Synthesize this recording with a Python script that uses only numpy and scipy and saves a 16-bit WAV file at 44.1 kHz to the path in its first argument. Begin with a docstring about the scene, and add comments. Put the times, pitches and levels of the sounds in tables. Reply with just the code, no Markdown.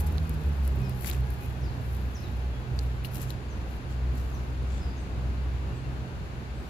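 """Courtyard between brick apartment blocks.

Two heavy engines drone over the roar of distant traffic, beating slowly once the revs of one have sunk.
Something rustles and ticks close to the left microphone port, probably a sleeve and fingers.
Small birds whistle thin glides that the walls throw back. A low hum holds; a faint whine fades."""
import sys
import numpy as np
from scipy import signal
from scipy.fft import rfft, irfft
from scipy.io import wavfile

SR = 44100
rng = np.random.default_rng(int(sys.argv[2]) if len(sys.argv) > 2 else 0)


def generate_wav(signal):
    """Clip the signal to [-1, 1] and save it as 16-bit WAV at the path in sys.argv[1]."""
    frames = np.transpose(np.atleast_2d(signal))
    scaled = np.clip(frames, -1, 1) * 32767
    pcm = np.round(scaled).astype(np.int16)
    wavfile.write(sys.argv[1], SR, pcm)


N = 295029
TIME_S = np.arange(N) / SR
BINS_HZ = np.fft.rfftfreq(N, 1 / SR)


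def amp(db):
    """Decibels to gain."""
    return 10 ** (np.asarray(db) / 20)


def unit(x):
    """Scale to rms 1."""
    return x / np.sqrt(np.mean(x ** 2) + 1e-20)


def sine(turns):
    """Sine of a phase in turns."""
    return np.sin(2 * np.pi * turns)


def at_bins(points):
    """(f/Hz, value) points at every bin, on a log-frequency axis."""
    hz, value = np.transpose(points)
    return np.interp(np.log(BINS_HZ + 1), np.log(hz + 1), value)


def curves(rows):
    """Columns of a timed table at every sample."""
    times_s, *columns = np.transpose(rows)
    return [np.interp(TIME_S, times_s, column) for column in columns]


def colour(x, spectrum):
    """Filter by (f/Hz, gain/dB) points."""
    return irfft(rfft(x) * amp(at_bins(spectrum)), N)


def drift(rate_hz):
    """Low-passed noise, mean 0, rms 1."""
    lowpass = np.exp(-(BINS_HZ / rate_hz) ** 2) * (BINS_HZ > 0)
    return unit(irfft(rfft(rng.standard_normal(N)) * lowpass, N))


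def pan(left_db):
    """Stereo gains for a left-minus-right level."""
    return amp(np.array([[left_db], [-left_db]]) / 2)


def add(mix, start_s, sound):
    """Mix a sound in at start_s."""
    part = mix[..., max(round(start_s * SR), 0):][..., :sound.shape[-1]]
    part += sound[..., :part.shape[-1]]


# Working engine, revs sink then creep up: t/s, firing rate/Hz, relative level/dB
WORKING_ENGINE = [(0.0, 75.37, -27.0), (0.2, 78.13, -28.5), (0.38, 76.73, -37.0), (0.48, 72.05, -25.0),
                  (0.62, 67.75, -27.5), (0.79, 64.51, -26.0), (0.86, 64.26, -40.5), (1.08, 63.43, -43.5),
                  (1.19, 64.56, -25.0), (1.42, 61.83, -40.5), (2.0, 61.6, -37.0), (2.4, 61.52, -35.0),
                  (2.85, 61.85, -31.0), (3.3, 63.24, -42.0), (3.8, 62.0, -37.5), (4.2, 63.65, -40.0),
                  (4.75, 63.61, -37.5), (5.1, 63.8, -37.5), (5.6, 64.89, -36.5), (6.69, 64.01, -34.0)]
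# Idling engine: t/s, firing rate/Hz, relative level/dB
IDLING_ENGINE = [(0.0, 63.88, -32.0), (0.75, 63.85, -38.5), (1.08, 66.31, -45.0), (1.2, 64.64, -42.0),
                 (1.45, 64.42, -36.0), (2.0, 63.91, -33.0), (2.8, 64.17, -38.0), (3.3, 64.18, -45.0),
                 (3.8, 63.93, -37.5), (4.07, 63.34, -28.0), (4.45, 63.13, -34.0), (4.7, 63.63, -26.5),
                 (5.1, 63.05, -31.5), (5.5, 62.84, -33.5), (5.9, 64.6, -32.5), (6.69, 64.31, -35.5)]
# Working engine's octave and overtones together: t/s, relative level/dB
UPPER_LEVEL = [(0, -41.5), (.25, -34.5), (.7, -39.5), (.8, -26), (1.1, -42), (1.21, -33), (1.35, -42),
               (1.85, -36), (2.6, -45), (2.72, -32.5), (3.02, -38.5), (3.3, -33), (3.55, -52), (3.95, -37),
               (5.1, -43), (5.95, -36), (6.15, -44), (6.69, -44.5)]
# Exhaust overtones: multiple of firing rate, relative level/dB
EXHAUST_OVERTONES = [(1.5, -15), (2.5, -30), (3, -16), (3.5, -25.5), (5, -58), (6, -26.5)]


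def engines(firing_db=-0.13, octave_db=-2, overtone_db=2, throb_depth=0.025, dulling_db_per_s=1.55):
    """Two exhausts beat, slower as their rates meet; unequal cylinders add a throb."""
    working_hz, working_db = curves(WORKING_ENGINE)
    idling_hz, idling_db = curves(IDLING_ENGINE)
    upper_db, = curves(UPPER_LEVEL)
    turns = np.cumsum(working_hz) / SR + 0.021 * drift(24)
    throb = 1 + throb_depth * (sine(turns / 6 + 0.12 * drift(1)) + sine(turns / 3 + 0.27 * drift(12)))
    working = sine(turns) * amp(working_db) * pan(-1.2)
    idling = sine(np.cumsum(idling_hz) / SR) * amp(idling_db) * pan(0.4)
    upper = sine(2 * turns + 0.075 * drift(6.4)) * amp(octave_db + 2 * drift(16))
    bright_db = overtone_db - dulling_db_per_s * TIME_S  # duller as the vehicle draws away
    for order, db in EXHAUST_OVERTONES:
        upper += sine(order * turns + 0.21 * drift(7)) * amp(db + bright_db + 2 * drift(2.9))
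    exhausts = (working + idling) * amp(firing_db) + upper * amp(upper_db) * pan(-4.5)
    return np.sqrt(2) * throb * exhausts


def outdoor_noise(street_share, port_delay_s=0.00052, street_delay_s=0.00026):
    """Diffuse noise at two ports, plus a share straight from the street on the left."""
    left, independent, street = rfft(rng.standard_normal((3, N)))
    coherence = 0.97 * np.sinc(2 * BINS_HZ * port_delay_s)
    diffuse = np.array([left, coherence * left + np.sqrt(1 - coherence ** 2) * independent])
    direct = np.array([street, street * np.exp(-2j * np.pi * BINS_HZ * street_delay_s)])
    return irfft(np.sqrt(1 - street_share) * diffuse + np.sqrt(street_share) * direct, N)


# Traffic spectra: f/Hz, relative density/dB
ROAR_SPECTRUM = [(20, -11), (32, -25), (42, 2), (60, 7), (95, 0.5), (140, -3), (200, -4.5), (280, -8),
                 (390, -10), (520, -14.5), (800, -15.5), (1200, -19), (2000, -29.5), (3500, -50.5)]
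HISS_SPECTRUM = [(700, -20), (1500, 8), (1950, 2.5), (2700, 3), (3150, -1), (4400, -2.5), (5500, -9.5),
                 (7300, -10), (8300, -23.5), (9100, -20), (10200, -15), (11500, -23), (14000, -29),
                 (15800, -71)]
# Traffic loudness: t/s, relative level/dB
TRAFFIC_LEVEL = [(0, -44.5), (2.3, -46), (4.2, -46), (5.0, -45), (6.69, -46.5)]
# Traffic balance: f/Hz, left minus right/dB
TRAFFIC_BALANCE = [(60, 4.5), (110, -14), (200, 0), (380, -3.5), (700, -0.5), (1290, 2), (2380, 5),
                   (4400, 3), (8120, 4.5), (15000, 11)]


def traffic(roar_gain_db=8, flutter_db=0.67, hiss_db=-52, hiss_follow=0.43):
    """Many far tyres and engines merge into a roar with a thin hiss on top."""
    level_db, = curves(TRAFFIC_LEVEL)
    roar = unit(colour(outdoor_noise(street_share=0.073), ROAR_SPECTRUM))
    roar *= amp(level_db + roar_gain_db + flutter_db * drift(8.7))
    hiss = unit(colour(outdoor_noise(street_share=0.079), HISS_SPECTRUM))
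    hiss *= amp(hiss_db + hiss_follow * (level_db - level_db.mean()))
    lean_db = at_bins(TRAFFIC_BALANCE) / 2
    return irfft(rfft(roar + hiss) * amp(np.array([lean_db, -lean_db])), N)


# Cloth strokes: peak t/s, half length/s, relative level/dB, scrape over fizz/dB
CLOTH_STROKES = [(.007, 0.018, -39.5, -13.5), (.075, .0074, -39, -10), (.2, .19, -58.5, -4),
                 (0.447, 0.027, -60, -23), (0.666, .023, -54, -5), (0.907, 0.96, -58, -5),
                 (1.053, 0.057, -43, -24), (1.082, 0.025, -43.5, 4), (1.138, .012, -54, 8),
                 (1.34, .027, -51.5, -20), (1.447, .046, -50, -22), (1.946, 0.097, -53.5, -16),
                 (2.22, .25, -60, -42), (2.836, 0.063, -57, -5), (3.057, 0.011, -41, -16),
                 (3.166, .025, -40.5, -9), (3.225, .023, -45, 0.5), (3.3, 0.018, -49.5, 2),
                 (3.735, .039, -56, -8), (3.923, 0.017, -57, 6), (4.186, .03, -53, -2),
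                 (4.33, .13, -59.5, -4), (4.765, 0.062, -71.5, 21), (6.669, .055, -61, -16)]
# Rubbing spectra: f/Hz, relative density/dB
FIZZ_SPECTRUM = [(3000, -10), (6000, -10), (8700, -15), (10000, 1.5), (12300, 3), (14000, -1.5),
                 (16000, -4)]
SCRAPE_SPECTRUM = [(700, -17), (1800, 14.5), (4000, 7.5), (5500, 7), (7500, 11.5), (9000, -4), (14000, -23)]


def rustle(gain_db=-5.5, slips_per_s=7000, clump_db=3, left_db=7, settling=1.63):
    """Fibres catch and slip in clumps; each stroke mixes fizz with its own share of duller scrape."""
    fizz_power, scrape_power = np.zeros((2, N))
    for peak_s, half_s, db, scrape_db in CLOTH_STROKES:
        offset = (TIME_S - peak_s) / half_s
        power = np.exp(-np.where(offset < 0, offset ** 2, settling * abs(offset))) * amp(db) ** 2
        fizz_power += power
        scrape_power += power * amp(scrape_db) ** 2
    slips = rng.standard_normal((3, N)) * (rng.random((3, N)) < slips_per_s / SR)
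    slips *= amp(clump_db * drift(180))
    shared = np.array([slips[2], np.roll(slips[2], 10)])  # reaches the right port later
    ports = slips[:2] + 0.76 * shared
    fizz = unit(colour(ports, FIZZ_SPECTRUM)) * np.sqrt(fizz_power)
    scrape = unit(colour(ports, SCRAPE_SPECTRUM)) * np.sqrt(scrape_power)
    return (fizz + scrape) * amp(gain_db) * pan(left_db)


# Snaps of catching cloth: t/s, relative level/dB
CLOTH_SNAPS = [(0.1253, -40), (0.295, -34.5), (0.3417, -40), (0.677, -28.5), (0.817, -45), (0.8953, -37),
               (1.01, -38), (1.0593, -27), (1.0705, -24.5), (1.079, -30), (1.0986, -25), (1.3042, -37),
               (3.146, -33), (3.217, -32), (4.153, -47)]
# Pitched ticks, like fingers on a casing:
# t/s, relative level/dB, ring f/Hz, relative ring level/dB, decay/s, left minus right/dB
FINGER_TICKS = [(.182, -45, 4000, 17, 0.00075, -14), (.7583, -46, 14400, 8, .0017, -4),
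                (1.046, -32, 2000, 6, .0015, 9), (1.072, -46, 4600, 13.5, 0.0039, -7),
                (1.0876, -28, 2360, -3, 0.0013, 13), (1.098, -36, 2780, 15, 0.0013, 3),
                (1.113, -43, 3880, 18, 0.0011, -14), (1.147, -39, 2600, 10, .0012, -3),
                (2.79, -49.5, 4430, 26, 0.0017, 4), (2.792, -56, 6800, 23, 0.0017, -10),
                (3.047, -46, 2800, 18.5, 0.0053, 10), (3.05, -38.5, 4160, 4.5, 0.0078, 5),
                (3.228, -37, 7600, 5.5, .002, 11), (3.3048, -31, 4200, 3.5, 0.0013, 12)]
CLOTH_RING_HZ, CLOTH_RING_DB, CLOTH_DECAY_S, CLOTH_LEFT_DB = 10300, -17, 0.0013, 15


def ticks(snap_gain_db=-6, ring_gain_db=-11, ring_q=2, tail_db=-19, tail_s=0.0081):
    """Tiny bursts of slips, each a bright snap and one heavily damped ring."""
    out = np.zeros((2, N))
    t = np.arange(SR // 10) / SR
    fizz = unit(colour(rng.standard_normal((2, N)), FIZZ_SPECTRUM))
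    cloth = [(*row, CLOTH_RING_HZ, CLOTH_RING_DB, CLOTH_DECAY_S, CLOTH_LEFT_DB) for row in CLOTH_SNAPS]
    for start_s, db, ring_hz, ring_db, decay_s, left_db in cloth + list(FINGER_TICKS):
        resonance = signal.iirpeak(ring_hz, ring_q, fs=SR)
        rattle = unit(signal.filtfilt(*resonance, rng.standard_normal((2, len(t))), padlen=0))
        decay = np.exp(-t / decay_s)
        envelope = decay + amp(tail_db) * np.exp(-t / tail_s)
        # the first slip strikes the ring cleanly, later ones stir it at random
        ring = sine(ring_hz * t) * decay + rattle * envelope
        snap = fizz[:, round(start_s * SR):][:, :len(t)] * envelope
        tick = amp(snap_gain_db) * snap + amp(ring_gain_db + ring_db) * ring
        add(out, start_s, tick * amp(db) * pan(left_db))
    return out


# Bird calls: t/s, length/s, start f/Hz, end f/Hz, relative level/dB
BIRD_CALLS = [(.82, .085, 6060, 4710, -65), (1.606, 0.12, 6540, 3970, -64),
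              (2.142, 0.042, 7300, 4950, -57.5), (2.215, 0.068, 4950, 3550, -63),
              (3.479, .07, 7600, 5700, -67), (4.326, 0.054, 7370, 5340, -65),
              (4.581, 0.079, 9250, 9150, -79), (4.717, .1, 3700, 3420, -65),
              (4.802, 0.054, 5260, 4850, -63.5), (4.859, 0.065, 4400, 4880, -66),
              (4.965, .036, 6905, 6200, -66), (4.984, .042, 7500, 8450, -72), (5.661, .08, 2400, 2890, -65),
              (5.735, 0.065, 6900, 8400, -75), (5.832, 0.063, 2850, 2650, -64.5),
              (6.545, .07, 7900, 8350, -73)]


def birds(direct_db=2, echo_db=5, quaver_depth=0.024, bend=2):
    """Each call is one whistled glide with a rough quaver, blurred by the courtyard."""
    song = np.zeros(N)
    quaver = quaver_depth * drift(630)
    for start_s, length_s, start_hz, end_hz, db in BIRD_CALLS:
        progress = np.linspace(0, 1, round(length_s * SR))
        glide = np.expm1(-bend * progress) / np.expm1(-bend)  # fast, then levelling off
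        hz = start_hz + (end_hz - start_hz) * glide
        hz *= 1 + quaver[round(start_s * SR):][:len(hz)]
        envelope = np.sqrt(2 * abs(np.sin(np.pi * progress)))
        add(song, start_s, amp(db) * envelope * sine(np.cumsum(hz) / SR))
    return song * amp(direct_db) * pan(1.9) + amp(echo_db) * courtyard(song)


def courtyard(sound, t60_s=0.47, slap_s=0.064, slap_gain=0.061):
    """Scattered echoes from brick walls, with one clear slap."""
    t = np.arange(SR) / SR
    echoes = rng.standard_normal((2, SR)) * (rng.random((2, SR)) < 1 / 20) * amp(-60 * t / t60_s)
    echoes /= np.linalg.norm(echoes, axis=1, keepdims=True)
    echoes[:, round(slap_s * SR)] += slap_gain
    return signal.fftconvolve(sound[None], echoes, axes=1)[:, :N]


def hum(hz=87.3, level_db=-48, waver_db=2):
    """One low, slightly wavering tone, perhaps a ventilation fan."""
    return np.sqrt(2) * sine(hz * TIME_S + 0.14 * drift(4.5)) * amp(level_db + waver_db * drift(5.8))


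# Whine partials: f/Hz, relative level/dB
WHINE_PARTIALS = [(834.6, -55.5), (1669.5, -62), (2503.5, -61.5), (3339, -69)]
# Whine fade: t/s, relative level/dB
WHINE_LEVEL = [(0, -2.5), (2, -3.5), (3.4, -5), (4.2, -39), (6.69, -31)]


def whine(gain_db=-5, waver_db=8):
    """A far machine's tone and overtones waver in the air and fade."""
    fade_db, = curves(WHINE_LEVEL)
    ports = np.zeros((2, N))
    for port in ports:
        for hz, db in WHINE_PARTIALS:
            port += amp(db + waver_db * drift(5.4)) * sine(hz * TIME_S + 0.39 * drift(5.5))
    return ports * amp(gain_db + fade_db)


def scene():
    """Far city, birds and close handling."""
    return traffic() + engines() + hum() + whine() + birds() + rustle() + ticks()


def record(dry):
    """Steep low-pass at 15.6 kHz."""
    taps = signal.firwin(511, 15600, window=("kaiser", 9), fs=SR)
    return signal.oaconvolve(dry, taps[None], "same", axes=1)


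dry = scene()
out = record(dry)
generate_wav(out)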